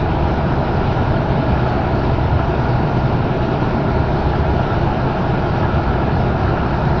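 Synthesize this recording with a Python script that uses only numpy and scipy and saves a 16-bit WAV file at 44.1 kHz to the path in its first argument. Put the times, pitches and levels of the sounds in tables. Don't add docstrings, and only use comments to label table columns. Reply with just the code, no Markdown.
import sys
import numpy as np
from scipy import signal
from scipy.fft import rfft, irfft, next_fast_len
from scipy.io import wavfile
from scipy.ndimage import uniform_filter1d, map_coordinates

SR = 44100
rng = np.random.default_rng(int(sys.argv[2]) if len(sys.argv) > 2 else 0)


def inscribe(sig):
    pcm = np.round(np.clip(np.atleast_2d(sig).T, -1, 1) * 32767)
    wavfile.write(sys.argv[1], SR, pcm.astype(np.int16))


N = 308700
PUMP_HZ = 10.8
TOP_HZ = 7300


def amp(db):
    return 10 ** (np.asarray(db) / 20)


def unit(x):
    return x / np.sqrt(np.mean(x ** 2) + 1e-20)


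def wobble(rate):
    points = rng.standard_normal(int(N * rate / SR) + 4)
    return map_coordinates(points, [np.arange(N) * rate / SR])


def swelling(swells, churn_db, rate):
    t = np.arange(N) / SR
    arches_db = sum(db * np.cos(np.pi * np.clip((t - middle) / length, -.5, .5)) ** 2
                    for middle, length, db in swells)
    return amp(arches_db + churn_db * wobble(rate))


def steadied(x, seconds):
    power = uniform_filter1d(x ** 2, size=max(int(seconds * SR), 1))
    return x / np.sqrt(np.abs(power) + 1e-6)


def filtered(x, response):
    size = next_fast_len(N + SR // 2)
    freqs = np.fft.rfftfreq(size, 1 / SR)
    return irfft(rfft(x, size) * response(freqs), size)[:N]


def ring(x, modes):
    def response(f):
        return sum((-1) ** k * amp(db) * 1j * f * width / (hz * hz - f * f + 1j * f * width)
                   for k, (hz, width, db) in enumerate(modes))
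    return filtered(x, response)


def rush(spectrum, patchy_db):
    grid = signal.stft(rng.standard_normal(N), nperseg=512)[2]
    patches = uniform_filter1d(rng.standard_normal(grid.shape), size=6, axis=0)
    patches = uniform_filter1d(patches, size=12, axis=1)
    noise = signal.istft(grid * amp(patchy_db * unit(patches)), nperseg=512)[1][:N]
    hz, db = np.transpose(spectrum)
    return unit(filtered(noise, lambda f: amp(np.interp(np.log(f + 1), np.log(hz + 1), db, right=-120))))


def tone(hz, drift, waver_db):
    phase = 2 * np.pi * (hz * np.arange(N) / SR + rng.random()) + drift * wobble(3)
    return unit(np.sin(phase) * amp(waver_db * wobble(4)))


def hall(x, t60, wet_db):
    t = np.arange(SR) / SR
    tail = rng.standard_normal(SR) * amp(-60 * t / t60)
    echo = signal.fftconvolve(x, tail / np.linalg.norm(tail))[:N]
    return unit(x + amp(wet_db) * echo)


def motors():
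    # f/Hz, level before swells/dB, phase drift/rad
    hums = [(184.3, -39.5, 2.5), (222, -40, 1.5), (279.3, -41, 0.45), (360.3, -38.5, 1), (402, -42, 0.92),
            (413.6, -44, 0.53), (541, -46, 0.59), (666.5, -38.8, 1), (727, -45, .5), (746, -45.5, 1.2),
            (772, -45, 0.83), (826, -44, 1.5), (839, -45.5, 0.9), (947, -45.5, .5), (960, -42, 1.4),
            (1173, -52, .5), (1421, -45, 1.5), (1470, -51, 1.4), (1567.4, -56.5, 0.89), (1856, -60, 1.3)]
    # middle t/s, length/s, level change/dB
    swells = [(1.4, .26, 4), (1.8, .35, 2.5), (2.25, .4, -2)]
    humming = sum(amp(db) * tone(hz, drift, waver_db=2.5) for hz, db, drift in hums)
    return swelling(swells, churn_db=.2, rate=3) * humming


def fan():
    # middle t/s, length/s, level change/dB
    swells = [(1.58, 0.5, 7), (2.16, 0.56, 8), (2.72, 0.43, 9.5), (3.15, 0.45, 2.5), (4.55, 0.38, 7.5),
              (6.15, .5, 4), (6.9, .5, 2.5)]
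    drone_hz = 123.5
    drone = tone(drone_hz, drift=1.3, waver_db=1.0)
    smear = .45 * tone(drone_hz, drift=3.34, waver_db=4.5)
    return amp(-29) * swelling(swells, churn_db=0.5, rate=2.2) * steadied(drone + smear, seconds=.3)


def air():
    # f/Hz, relative level/dB
    blower_spectrum = [(350, -29.5), (550, -6.5), (630, 1), (780, 0), (835, -0.5), (890, -1), (950, -3.5),
                       (1050, -6), (1210, -10), (1330, -8.5), (1420, -5.5), (1500, -11), (1680, -13.5),
                       (1850, -23.5), (3000, -55)]
    hiss_spectrum = [(900, -23.5), (1700, -3), (2100, 0), (2400, 1.5), (2950, -1.5), (3350, -6),
                     (3750, -4.5), (4600, -9.5), (5000, -13), (5250, -12), (5500, -18.5), (5800, -17),
                     (6100, -26), (7200, -35)]
    # middle t/s, length/s, level change/dB
    blower_swells = [(1.7, .8, 1), (2.17, 0.27, -2), (5.2, 0.23, 2), (6.4, 1, -0.5)]
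    hiss_swells = [(0, .6, 0.5), (.92, .4, 1.2), (1.7, 0.98, 1), (4.75, .3, 0.5)]
    blower = swelling(blower_swells, churn_db=0.5, rate=3)
    blower *= steadied(rush(blower_spectrum, patchy_db=0.56), seconds=0.15)
    turn = np.arange(N) / SR * PUMP_HZ % 1
    puff = unit(amp(1.5 * np.exp(-turn / 0.41)))
    hiss = swelling(hiss_swells, churn_db=0.3, rate=9.7) * puff
    hiss *= steadied(rush(hiss_spectrum, patchy_db=1.4), seconds=0.17)
    return amp(-25) * blower + amp(-38) * hiss


def strokes(pattern, modes, rattle, decay_s, scatter_db):
    share, db = np.transpose(pattern)
    turns = np.arange(int(N / SR * PUMP_HZ) + 1)[:, None]
    chance = rng.standard_normal((len(turns), 2, len(share)))
    times = np.abs((turns + share) / PUMP_HZ + .0005 * chance[:, 0])
    strengths = amp(db + scatter_db * chance[:, 1])
    blows = np.bincount((times * SR).astype(int).ravel(), strengths.ravel(), N)[:N]
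    fade = amp(-60 * np.arange(SR // 8) / SR / decay_s)
    rattling = signal.fftconvolve(blows, fade)[:N] * rng.standard_normal(N)
    force = unit(blows) + rattle * unit(rattling)
    low, high = 0.84 * modes[0][0], 1.07 * modes[-1][0]
    band = signal.butter(2, [low, high], "band", fs=SR, output="sos")
    return unit(ring(signal.sosfilt(band, force), modes))


def pump():
    # multiple of the shaft speed, level before swells/dB
    pulse_tones = [(3, -36), (9, -30.5), (18, -40), (22, -39)]
    # position/turns, relative level/dB
    knock_pattern = [(.03, -3), (.225, -5.5), (.5, -11.5), (.58, 0.5), (.82, -10.5)]
    clap_pattern = [(.14, -7), (.63, -5), (.8, -2.5), (.96, -2.5)]
    # f/Hz, width/Hz, relative level/dB
    casing_modes = [(631, 82, -1.3), (754, 80, -1.4), (823, 60, -0.28), (954.5, 31, -1.2)]
    valve_modes = [(1335, 66, 0.5), (1414, 70, -1.5), (1625, 330, -7.5)]
    # middle t/s, length/s, level change/dB
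    whirr_swells = [(.3, 0.88, -6.5), (.9, 0.34, 2.5), (1.35, .25, -4), (1.56, 0.15, 5), (2.46, .25, 5),
                    (3.03, .3, -11), (4.7, .22, 7), (5.65, 0.46, 5.5), (6.5, .4, 5)]
    throb_swells = [(.3, .5, 0), (1.05, 0.6, 3.5), (1.62, .55, -12), (3.85, .5, -0.5), (4.65, 0.39, 4.5),
                    (5.18, 0.55, -10), (6, .6, -5)]
    throb = sum(amp(db) * tone(multiple * PUMP_HZ, drift=0.064, waver_db=1.5)
                for multiple, db in pulse_tones)
    knocks = strokes(knock_pattern, casing_modes, rattle=1.0, decay_s=0.022, scatter_db=0.0)
    claps = strokes(clap_pattern, valve_modes, rattle=0.97, decay_s=0.013, scatter_db=2.0)
    knocking = steadied(hall(knocks, t60=0.79, wet_db=-2.1), seconds=0.13)
    whirr = swelling(whirr_swells, churn_db=1.7, rate=2.7)
    whirr *= steadied(hall(claps, t60=0.76, wet_db=0.5), seconds=.2)
    throb *= swelling(throb_swells, churn_db=0.2, rate=0.99)
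    return throb + amp(-31) * knocking + amp(-37.7) * whirr


def furnace():
    # f/Hz, relative level/dB
    bass_spectrum = [(3, -11), (8, -4.5), (45, -3.5), (100, -1.5), (180, -13.5), (400, -48)]
    rumble_spectrum = [(35, -34.5), (48, -15.5), (56, -1), (67, 0), (85, -0.5), (102, -14.5), (150, -49)]
    boom_spectrum = [(80, -33.5), (105, -12.5), (120, -2.5), (134, -1), (150, -0.5), (170, -10),
                     (205, -18.5), (300, -54)]
    roar_spectrum = [(100, -31.5), (180, 1), (222, 1.5), (260, -3), (345, 1), (405, -2.5), (470, -6.5),
                     (540, -9), (900, -28.5)]
    # f/Hz, level against the rumble's noise/dB
    hall_modes = [(55.8, -9.5), (66.8, -5.5), (78.5, -9)]
    # middle t/s, length/s, level change/dB
    rumble_swells = [(.03, 0.4, 2), (1.54, 0.27, 4), (1.71, 0.15, -7), (2.3, 0.86, 2), (3.4, 1.4, -5.5),
                     (3.95, .3, 3.5), (4.27, 0.22, 4.5), (4.52, .35, 6), (5.05, 0.92, -6.5),
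                     (5.92, .35, 3.5)]
    boom_swells = [(1.36, 0.2, 3.5), (1.88, 0.98, -2), (2.33, 0.26, 2.5), (2.98, 0.76, 3.5),
                   (3.53, 0.19, 2.5), (5.88, 0.28, -3), (6.95, 0.5, 3.5)]
    roar_swells = [(1.4, .2, 1), (2.0, .2, 1.5), (2.33, 0.55, -2.2), (3.55, 1, 1.5), (6.08, 0.54, 1.2)]
    ringing = sum(amp(db) * tone(hz, drift=.8, waver_db=2.5) for hz, db in hall_modes)
    rumble = steadied(rush(rumble_spectrum, patchy_db=0.5) + ringing, seconds=0.18)
    rumble *= swelling(rumble_swells, churn_db=0.7, rate=6.1)
    boom = swelling(boom_swells, churn_db=0.2, rate=8.5)
    boom *= steadied(rush(boom_spectrum, patchy_db=0.8), seconds=0.17)
    roar = swelling(roar_swells, churn_db=0.0, rate=2.8)
    roar *= steadied(rush(roar_spectrum, patchy_db=0.37), seconds=0.18)
    bass = rush(bass_spectrum, patchy_db=1.3)
    return amp(-26.2) * bass + amp(-24.5) * rumble + amp(-23) * boom + amp(-23) * roar


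def scene():
    return (furnace() + air() + pump() + fan() + motors())[None]


def record(dry):
    return filtered(dry[0], lambda hz: hz < TOP_HZ)[None]


dry = scene()
out = record(dry)
inscribe(out)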